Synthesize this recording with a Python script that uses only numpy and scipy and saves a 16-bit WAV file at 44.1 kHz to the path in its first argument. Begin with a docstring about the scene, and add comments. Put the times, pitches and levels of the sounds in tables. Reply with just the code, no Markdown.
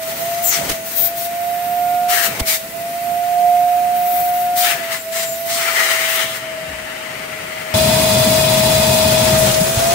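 """A wet-dry vacuum cleaner hums and hisses in a carpeted room as a hand covers and frees its nozzle.
Starved of air, the motor speeds up and its hum rises and swells. Air sizzles, hisses, rushes and
squeals through gaps between the fingers, the hose flutters, and the palm slaps onto the opening.
Then, abruptly, the open hose roars over a steel sink, with thin steady tones in its hiss, and dips
into the water at the drain, where it slurps and gulps."""
import sys
import numpy as np
from scipy import signal
from scipy.fft import rfft, irfft, next_fast_len
from scipy.io import wavfile
from scipy.ndimage import map_coordinates

SR = 44100
rng = np.random.default_rng(int(sys.argv[2]) if len(sys.argv) > 2 else 0)


def persist_wave(psi):
    """Save psi, clipped to +-1, as 16-bit WAV."""
    counts = np.round(np.clip(psi, -1, 1) * 32767).astype(np.int16)
    wavfile.write(sys.argv[1], SR, np.atleast_2d(counts).T)


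N = 438354

HAND_OFF_S, SINK_S, DIP_S = 6.375, 7.74, 9.5  # the hand leaves, the sink begins, the nozzle meets water
OPEN_HZ, SEALED_HZ = 635, 720  # pitch of the hum with the nozzle open and sealed

# The hand, and last the water, blocks or frees the nozzle: (time [s], share closed from then on [0-1])
BLOCKAGES = [(0.0, 0.225), (0.064, 0.91), (0.509, 0.035), (0.819, 0.9), (0.92, 0.795), (1.33, 0.924),
             (2.129, 0.042), (2.583, 0.919), (4.639, 0.016), (5.054, 0.723), (5.193, 0.278), (5.316, 0.708),
             (5.561, 0.127), (5.9, 0.234), (6.32, 0.0), (9.616, 0.95)]
# Standing waves, the room's loud and quiet spots, make the hum depend on its pitch. Balance is left
# level minus right; lead is how far left runs ahead: (pitch [Hz], level [dB], balance [dB], lead [rad])
ROOM_WAVES = [(635.0, -33.8, 3.2, 1.5), (644.0, -26.0, 3.9, 0.4), (652.0, -28.4, -2.7, 0.1),
              (658.0, -25.9, -1.5, -0.3), (664.0, -26.3, -1.4, 0.2), (669.0, -28.5, -4.9, -0.2),
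              (674.0, -25.1, -11.7, -0.1), (682.0, -23.5, -2.9, 0.8), (688.0, -24.3, 2.3, -0.1),
              (694.0, -25.0, -5.0, -0.6), (700.0, -21.8, -6.5, -0.4), (704.0, -23.6, -5.7, 0.1),
              (708.0, -18.4, -5.2, -0.3), (713.0, -16.7, -1.0, -0.8)]
# The microphone drifts through them: (time [s], added level [dB], added balance [dB], added lead [rad])
MIC_DRIFT = [(0.0, 0.2, 0, -0.57), (0.45, 2.7, 1.67, -0.52), (1.0, -5.54, -0.32, -0.69),
             (1.4, 2.8, 0.53, -0.3), (2.0, 1.7, -1.92, 0.75), (2.6, -5.5, 0.24, -0.85),
             (3.1, 3.5, -3, 0.49), (3.45, 7.78, -0.7, 0.6), (3.9, 1.52, -3.81, -0.04),
             (4.6, -0.91, 2.39, 0.22), (5.4, 1.3, 0, 0.13), (5.9, -2.5, 3, 0.06), (6.4, -1, 0, 0.27),
             (6.8, -3, 0.24, 0.072), (7.7, 1.7, 0.75, -0.04)]
# The hum dips briefly: (time [s], half length [s], depth [dB])
HUM_DIPS = [(0.524, 0.039, -14), (4.787, 0.013, -17), (4.995, .05, -9.5), (5.79, 0.015, -10),
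            (6.373, 0.064, -9)]
# A tone an octave above the hum builds until the seal breaks: (time of break [s], peak level [dB])
OCTAVE_PEAKS = [(2.06, -39), (4.56, -43.5)]
# Higher tones in the hum; the twelfth comes from the motor's spinning contacts, the commutator:
# (multiple of the pitch, base level by the carpet [dB], base level by the sink [dB])
OVERTONES = [(3, -58.5, -51), (12, -59, -54)]
# Air leaks between hand and nozzle: (start [s], end [s], rush of a wide gap [dB],
# hiss of a narrow gap [dB], sizzle of a pinhole [dB], balance of the sizzle [dB])
FINGER_GAPS = [(0.0, 0.423, -37, -36, -34.5, -2), (0.416, 0.492, -37, -33, -16.5, 12),
               (0.496, 0.571, -23.5, -22.5, -28, 10), (0.566, 0.744, -32.5, -33, -35, 8),
               (0.84, 0.943, -40, -36, -29, 3), (0.935, 1.06, -45, -30.5, -19.5, 13),
               (1.142, 1.254, -56, -35, -27, 4), (2.078, 2.261, -23, -23, -22, 19),
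               (2.27, 2.376, -33, -36, -42, 10), (2.447, 2.544, -29.5, -21.5, -21.5, 3),
               (3.93, 4.45, -45, -44, -32, 5), (4.056, 4.25, -48, -44, -28.5, 11),
               (4.552, 4.65, -29, -23, -20, 9), (4.618, 4.722, -21.5, -24, -26, 7),
               (4.728, 4.907, -30, -39.5, -52, 4), (4.895, 4.946, -25, -27.5, -34, 5),
               (5.114, 5.235, -28, -27.5, -32, 4), (5.248, 5.47, -48, -39.5, -35, 2),
               (5.47, 5.58, -29, -25.5, -32, 9), (5.56, 6.225, -23.5, -27, -32.5, 10),
               (5.644, 5.678, -20, -38, -42, 5), (5.747, 5.916, -21.5, -27.5, -37, 5),
               (6.07, 6.158, -44, -35, -26, 8), (6.182, 6.215, -23.5, -40, -36, 6),
               (6.227, 6.373, -29.5, -33.5, -44, 3)]
# The bare nozzle turns toward the microphone: (time [s], rush [dB], hiss [dB], sizzle [dB])
BARE_NOZZLE = [(6.45, -33.5, -54, -58), (7.0, -32.5, -51, -54), (7.72, -30.5, -43.5, -45)]
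# Slits between the fingers almost whistle:
# (start [s], end [s], first pitch [Hz], last pitch [Hz], band width [Hz], level [dB], balance [dB])
SQUEALS = [(0.022, .95, 6340, 6400, 350, -40.5, 0), (.05, .42, 14800, 14000, 1500, -33, -3),
           (1.3, 2.08, 13400, 14900, 1400, -33.5, -5), (2.92, 3.2, 13600, 13000, 900, -39, -6),
           (3.3, 3.92, 14200, 14800, 1200, -38, -11), (3.95, 4.3, 13000, 13500, 1400, -32, 6),
           (0.432, 0.573, 7480, 4900, 1200, -19.5, 3), (0.96, 1.09, 14900, 13100, 1600, -15.5, 14),
           (2.109, 2.28, 1850, 1530, 380, -21.5, 24), (2.268, 2.48, 2220, 2170, 220, -32, 9),
           (2.465, 2.568, 2264, 2120, 260, -23.5, 5), (4.613, 4.759, 3300, 2013, 1100, -22, 8),
           (4.96, 5.03, 7500, 7400, 500, -36, 5), (5.11, 5.373, 7500, 7130, 600, -29.5, 5),
           (5.1, 5.5, 12600, 12100, 800, -35, 3), (6.17, 6.23, 3550, 3430, 500, -27, 8),
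           (5.744, 5.831, 1930, 1884, 220, -17, 10), (5.8, 6.13, 2086, 1995, 300, -22, 10),
           (5.947, 6.355, 2910, 3510, 1000, -27, 3)]
# Air flutters in the hose, before a strong flow calms it: (time [s], level [dB])
HOSE_FLUTTER = [(1.0, -39), (4.8, -39.5), (5.0, -43), (5.5, -41.5), (5.8, -38.5), (7.7, -36.5)]
# The hose shudders as the flow changes: (start [s], end [s], level [dB])
HOSE_SHUDDERS = [(.04, .43, -39), (0.565, 0.687, -28.5), (2.25, 2.418, -31.5), (4.717, 4.8, -37)]
# The palm slaps onto the nozzle: (time [s], puff [dB], thump [dB], thump pitch [Hz])
PALM_SLAPS = [(.7, -14, -42, 90), (.718, -18, -35, 50), (2.394, -38, -24, 212), (2.402, -15, -12.5, 59.3)]
# The hand sweeps away and stirs the air: (start [s], end [s], level [dB])
HAND_WAFT = (6.62, 6.85, -43)
# The hum as heard at the sink: (time [s], level [dB], balance [dB], lead [rad])
HUM_AT_SINK = [(7.75, -16.5, 12, 0.2), (9.2, -16, 12.5, -.4), (9.45, -14.5, 11, 0.8),
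               (9.52, -20.5, 12, -1.7), (9.6, -14.5, 12, -2.5), (9.75, -25.5, 0, -1.5),
               (9.82, -16.5, 2, -1.5), (9.92, -15.5, 0, -1.5)]
# Narrow ringing pitches in the hiss at the sink, with thin, steady, electronic-sounding tones
# near 4, 5.2 and 9 kHz: (pitch [Hz], width [Hz], relative strength [dB])
NARROW_TONES = [(2490, 120, -4.5), (3450, 130, 4), (3760, 80, -9), (4002, 86, 5), (4630, 120, 2),
                (5220, 70, 1), (7346, 70, -1), (8999, 60, 5)]
# Slugs of water enter the hose: (time [s], splash [dB], thump [dB], thump pitch [Hz])
WATER_GULPS = [(9.518, -18, -38, 150), (9.545, -16, -34, 121.4), (9.612, -20, -9.5, 180),
               (9.772, -30, -10.5, 108)]

# The tone colour of each air noise, from bass to treble: (frequency [Hz], relative level [dB])
EXHAUST_COLOUR = [(120, -20), (290, -3), (400, -8), (520, -13), (850, -18.5), (1050, -4), (1280, -9),
                  (1480, 1.5), (1620, -6), (2050, -3.5), (2550, -1), (3100, -7), (6000, -9.5), (9200, -6.5),
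                  (11000, -13), (14300, -11.5), (15700, -12)]
RUSH_COLOUR = [(100, -41), (250, -26.5), (370, -12.5), (550, -10.5), (800, -7.5), (1050, -10.5), (1300, -2),
               (1650, -3), (1830, -0.5), (1960, 1), (2100, 0.5), (2550, -6), (2900, -3.5), (3500, -13.5),
               (4600, -15.5), (8000, -30)]
HISS_COLOUR = [(2200, -17), (3500, 3.5), (5000, 3), (7300, 2.5), (9500, 4), (11000, -9), (14000, -2.5)]
SIZZLE_COLOUR = [(7000, -20), (10500, -5.5), (12000, -2), (13000, 3), (14500, -0.5), (15800, 3)]
FLUTTER_COLOUR = [(30, -18), (65, -10), (110, -1.5), (160, 0.5), (270, -2.5), (350, -5.5), (550, -2.5),
                  (850, -4), (1200, -14), (2500, -52)]
WAFT_COLOUR = [(30, -24), (68, 2), (110, -10), (300, -50)]
ROAR_COLOUR = [(25, -35), (45, -25), (70, -4.5), (102, -5), (130, 1), (162, -5), (180, -4.5), (198, -2.5),
               (218, -2.5), (300, -16), (450, -19), (1000, -39)]
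INTAKE_COLOUR = [(100, -25), (250, -11), (350, -8), (440, 6), (520, -3.5), (690, 12.5), (790, -0.5),
                 (900, 9), (1100, 1), (1500, -5), (2000, 0), (3800, -2), (5200, -1.5), (6500, -12),
                 (10000, -18.5)]
SLURP_COLOUR = [(250, -1), (480, 5), (700, 6), (1050, 0.5), (1420, 0.5), (1650, -0.5), (2300, -1),
                (3500, -0.5), (5200, -2.5), (7000, -5.5), (10000, -17)]
SPRAY_COLOUR = [(3500, -31), (6200, 0), (8500, 2.5), (10500, 1), (12500, -2.5), (15800, 1.5)]
SLAP_COLOUR = [(150, 10.0), (1000, 3), (2300, 4.5), (7000, 1.5), (15000, -2)]
GULP_COLOUR = [(300, -1), (2000, -2), (4000, 6), (8000, 2), (15000, -8)]
# How alike air noise is on the left and right: (frequency [Hz], likeness [0-1])
STEREO_LIKENESS = [(200, 0.99), (400, 0.85), (900, 0.16), (2000, 0.14), (4000, 0), (12000, 0)]
# The left microphone opening loses a slice of the treble: (frequency [Hz], balance [dB])
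MIC_BALANCE = [(5000, 0), (6000, 3), (8500, 0), (9600, 1.5), (11000, -14), (12200, 0.5)]

TIME = np.arange(N) / SR  # seconds at each sample


def amp(db):
    """Turn decibels into a number to multiply by."""
    return 10 ** (np.asarray(db) / 20)


def unit(x):
    """Scale a sound to an average power of 1."""
    return x / np.sqrt(np.mean(x ** 2) + 1e-20)


def along(points, hz):
    """Read between (frequency, value) points, with octaves evenly spaced."""
    point_hz, values = np.transpose(points)
    return np.interp(np.log(hz + 1), np.log(point_hz + 1), values)


def curves(rows, at=TIME):
    """Read the other columns of a table at given values of its first, by default every sample's time."""
    first, *columns = np.transpose(rows)
    return [np.interp(at, first, column) for column in columns]


def wobble(rate):
    """A smooth random curve through rate new values a second."""
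    return map_coordinates(rng.standard_normal(int(N * rate / SR) + 4), [TIME * rate])


def gate(start, end, rise_s=0.031, fade_s=0.028):
    """A loudness shape that opens, holds and dies away."""
    return np.clip((TIME - start) / rise_s, 0, 1) * np.exp(-np.clip((TIME - end) / fade_s, 0, 20))


def filtered(x, response):
    """Turn each frequency up or down by response(hz)."""
    size = next_fast_len(N + 8192)
    return irfft(rfft(x, size) * response(np.fft.rfftfreq(size, 1 / SR)), size)[..., :N]


def panned(balance_db):
    """Left and right gains that move a sound sideways and keep its power."""
    gains = amp(np.array([[.5], [-.5]]) * balance_db)
    return gains / np.sqrt(np.mean(gains ** 2, axis=0))


def air(colour):
    """Swirling air: stereo noise, alike on both sides in the bass and unrelated in the treble."""
    def response(hz):
        spread = np.arccos(np.clip(along(STEREO_LIKENESS, hz), -1, 1)) / 2
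        return amp(along(colour, hz)) * [np.cos(spread), np.sin(spread)]
    mid, side = filtered(rng.standard_normal((2, N)), response)
    return unit(np.array([mid + side, mid - side]))


def motor_speed(spin_up_s=0.359, spin_down_s=0.261):
    """The motor glides to a new speed after each change of blockage: 0 at full flow, 1 when sealed."""
    speed = np.full(N, float(BLOCKAGES[0][1]))
    for when, closed in BLOCKAGES[1:]:
        i = int(when * SR)
        glide_s = spin_up_s if closed > speed[i] else spin_down_s
        speed[i:] = closed + (speed[i] - closed) * np.exp(-TIME[:N - i] / glide_s)
    return speed


def fan_pitch(speed):
    """The less air the fan moves, the higher it sings."""
    return OPEN_HZ + (SEALED_HZ - OPEN_HZ) * speed


def hum_in_room(speed):
    """Level, balance and lead of the hum as its pitch sweeps through the room's standing waves."""
    hz = fan_pitch(speed)
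    db, balance_db, lead = np.add(curves(ROOM_WAVES, at=hz), curves(MIC_DRIFT))
    # For the first 3.6 s the microphone sits in a quiet spot for one pitch.
    quiet_spot_db = -11 * (TIME < 3.6) * np.exp(-((hz - 668.3) / 2.6) ** 2)
    dips_db = sum(depth * np.exp(-((TIME - when) / half) ** 2) for when, half, depth in HUM_DIPS)
    return db + quiet_spot_db + dips_db, balance_db, lead


def octave_swell(db_per_s=26):
    """Strength of the starved fan's octave: it grows while the seal lasts and dies when it breaks."""
    return sum(amp(db + db_per_s * np.minimum(TIME - end, 0)) * gate(0, end) for end, db in OCTAVE_PEAKS)


def fan_hum(speed, heard, overtones, shake, waver_hz, strain_db=5.5, pipe_hz=1982):
    """The fan sings at a pitch set by the motor speed; swirling air makes the tone tremble."""
    hz = fan_pitch(speed)
    db, balance_db, lead = heard
    phase = 2 * np.pi * np.cumsum(hz + waver_hz * wobble(14)) / SR
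    ears = panned(balance_db) * np.exp(1j * np.array([[.5], [-.5]]) * lead)
    flow = 1 - .9 * speed
    tremble = shake * flow * np.array([wobble(70) + 1j * wobble(81) for ear in range(2)])
    tone = amp(db) * np.real((ears + tremble) * np.exp(1j * phase))
    tone += octave_swell() * np.sin(2 * phase)
    for multiple, base_db in overtones:
        pipe_boost = 1 + 0.74 / (1 + ((multiple * hz - pipe_hz) / 60) ** 2)  # near the pipe's own pitch
        flicker_db = 4.1 * np.array([wobble(11), wobble(12)])
        tone += pipe_boost * amp(base_db + strain_db * speed + flicker_db) * np.sin(multiple * phase)
    return np.sqrt(2) * tone


def exhaust():
    """Air blows steadily out of the machine."""
    return amp(-34.5) * air(EXHAUST_COLOUR) * panned(0.25)


def leak_strengths(speed):
    """How much air rushes, hisses and sizzles under the hand, through its gaps and at the bare nozzle."""
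    held = gate(-1, HAND_OFF_S)
    # Unrelated noises add by power, so square, add, and take the root at the end.
    rush, hiss, sizzle = [(1 - held ** 2) * amp(db) ** 2 for db in curves(BARE_NOZZLE)]
    rush = rush + amp(-43.5 + 5 * speed) ** 2  # the pipe always rushes a little
    hiss = hiss + (held * amp(-44)) ** 2  # air seeps past the hand
    sizzle = sizzle + (held * amp(-36.5) * panned(-2.5)) ** 2
    for start, end, rush_db, hiss_db, sizzle_db, balance_db in FINGER_GAPS:
        power = gate(start, end) ** 2
        rush += power * amp(rush_db) ** 2
        hiss += power * amp(hiss_db) ** 2
        sizzle += power * (amp(sizzle_db) * panned(balance_db)) ** 2
    return np.sqrt(rush), np.sqrt(hiss), np.sqrt(sizzle)


def nozzle_jets(rush, hiss, sizzle):
    """Air shoots into the nozzle: wide gaps rush, narrow gaps hiss and pinholes sizzle."""
    jets = amp(2) * rush * air(RUSH_COLOUR) * panned(6)
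    jets += amp(4) * hiss * air(HISS_COLOUR) * panned(1.1)
    jets += amp(6) * sizzle * air(SIZZLE_COLOUR)
    return jets * amp(1.02 * wobble(55))  # the jets flap against the skin


def palm_echo(x, share=0.18, delay_s=0.000996):
    """The moving palm throws the sound back a moment later, making it hollow and shifting."""
    lag = delay_s * SR * np.exp(0.139 * wobble(3))
    echo = np.array([map_coordinates(ear, [np.arange(N) - lag]) for ear in x])
    return (x + share * echo) / np.sqrt(1 + share ** 2)


def wall_echoes(x, share, spread_s, count=14):
    """Weak, quick echoes off nearby surfaces colour the left and right sides differently."""
    out = x.copy()
    for ear in range(2):
        for when, size in zip(rng.random(count), rng.standard_normal(count)):
            lag = int((.001 + when * spread_s) * SR)
            out[ear, lag:] += share * size / np.sqrt(count) * x[ear, :N - lag]
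    return out / np.sqrt(1 + share ** 2)


def finger_squeals():
    """A slit between the fingers almost whistles: a narrow band of noise that slides in pitch."""
    out = np.zeros((2, N))
    for start, end, from_hz, to_hz, width_hz, db, balance_db in SQUEALS:
        first, length = int(start * SR), int((end - start) * SR)
        progress = np.linspace(0, 1, length)
        noise = rng.standard_normal((2, length)) + 1j * rng.standard_normal((2, length))
        slow_noise = signal.lfilter(*signal.butter(2, width_hz / SR), noise)
        phase = 2 * np.pi * np.cumsum(from_hz + (to_hz - from_hz) * progress ** 2) / SR
        whistle = unit(np.real(slow_noise * np.exp(1j * phase)))  # lifts the noise up to the pitch
        swell = np.sqrt(np.abs(np.sin(np.pi * progress)))
        out[:, first:first + length] += amp(db) * panned(balance_db) * swell * whistle
    return out


def hose_flutter(rush, calm_db=-21.5):
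    """The hose flutters and shudders; a rush as strong as calm_db halves the flutter."""
    flutter_db, = curves(HOSE_FLUTTER)
    flutter = amp(flutter_db + 1.3 * wobble(12)) / (1 + (rush / amp(calm_db)) ** 2)
    shudders = sum(amp(db) * gate(start, end) for start, end, db in HOSE_SHUDDERS)
    return np.hypot(flutter, shudders) * air(FLUTTER_COLOUR)


def sudden_plugs(rows, colour, puff_s, ring_s, lag_s):
    """Palm or water plugs the nozzle: a puff, then a thump as the air in the hose bounces back."""
    puffs, thumps = np.zeros(N), np.zeros(N)
    for when, puff_db, thump_db, hz in rows:
        since = TIME - when
        puffs += amp(puff_db) * np.exp(-(since / puff_s) ** 2)
        age = np.maximum(since - lag_s, 0)
        swell = age / ring_s * np.exp(1 - age / ring_s)
        thumps += amp(thump_db) * swell * np.sin(2 * np.pi * hz * age)
    return puffs * air(colour) + thumps


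def hand_waft():
    """The hand sweeps away and pushes a low puff of air at the microphone."""
    start, end, db = HAND_WAFT
    return amp(db) * gate(start, end) * air(WAFT_COLOUR)


def choked_db(in_air_db, in_water_db, choke_s=0.023):
    """A level that drops quickly as water chokes the nozzle."""
    return np.interp(TIME, [DIP_S, DIP_S + choke_s], [in_air_db, in_water_db])


def hose_roar():
    """Air at full flow makes the hose roar deeply, surging at random."""
    return amp(choked_db(-20.5, -28.5) + 1.2 * wobble(18)) * air(ROAR_COLOUR)


def narrow_tone_boost(hz):
    """Boost a few narrow pitches so that thin, steady tones stand out of the hiss."""
    return 1 + sum(1.44 * amp(db) / (1 + (2 * (hz - pitch) / width) ** 2)
                   for pitch, width, db in NARROW_TONES)


def sink_intake():
    """Sucked-in air hisses with thin tones in it, then slurps as water tears into drops in the nozzle."""
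    wet = np.clip(1 + (TIME - DIP_S) / 0.54, 0.22, 1)  # the slurp's share grows just before the dip
    hiss = unit(filtered(air(INTAKE_COLOUR), narrow_tone_boost))
    slurp = unit(air(SLURP_COLOUR) * amp(0.92 * wobble(35) + 1.2 * wobble(300)))
    return amp(choked_db(-17, -20)) * (np.sqrt(1 - wet) * hiss + np.sqrt(wet) * slurp)


def water_spray():
    """Spray at the nozzle makes a high, flickering hiss."""
    return amp(choked_db(-18, -20.5) + wobble(60)) * air(SPRAY_COLOUR)


def on_carpet(speed):
    """The machine runs in the carpeted room while the hand plays with its nozzle."""
    rush, hiss, sizzle = leak_strengths(speed)
    airflow = palm_echo(nozzle_jets(rush, hiss, sizzle)) + exhaust()
    hose = hose_flutter(rush)
    overtones = [(multiple, db) for multiple, db, _ in OVERTONES]
    hum = fan_hum(speed, hum_in_room(speed), overtones, shake=0.27, waver_hz=0.296)
    slaps = sudden_plugs(PALM_SLAPS, SLAP_COLOUR, puff_s=0.0071, ring_s=0.0037, lag_s=0.0109)
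    hand = slaps + hand_waft() + finger_squeals()
    return hum + hose + hand + wall_echoes(airflow, share=0.48, spread_s=0.012)


def at_sink(speed):
    """The open hose roars over the sink, then dips in and gulps water."""
    roar = hose_roar()
    airflow = sink_intake() + water_spray()
    overtones = [(multiple, db) for multiple, _, db in OVERTONES]
    hum = fan_hum(speed, curves(HUM_AT_SINK), overtones, shake=0.046, waver_hz=0.29)
    gulps = sudden_plugs(WATER_GULPS, GULP_COLOUR, puff_s=0.0087, ring_s=0.0042, lag_s=0)
    return hum + roar + gulps + wall_echoes(airflow, share=0.69, spread_s=0.014) * panned(1.0)


def scene():
    """The carpeted room gives way to the sink all at once."""
    speed = motor_speed()
    return np.where(TIME >= SINK_S, at_sink(speed), on_carpet(speed))


def record(dry, top_hz=15750):
    """The two microphone openings colour the treble differently; nothing above top_hz is kept."""
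    return filtered(dry, lambda hz: panned(along(MIC_BALANCE, hz)) * (hz < top_hz))


dry = scene()
out = record(dry)
persist_wave(out)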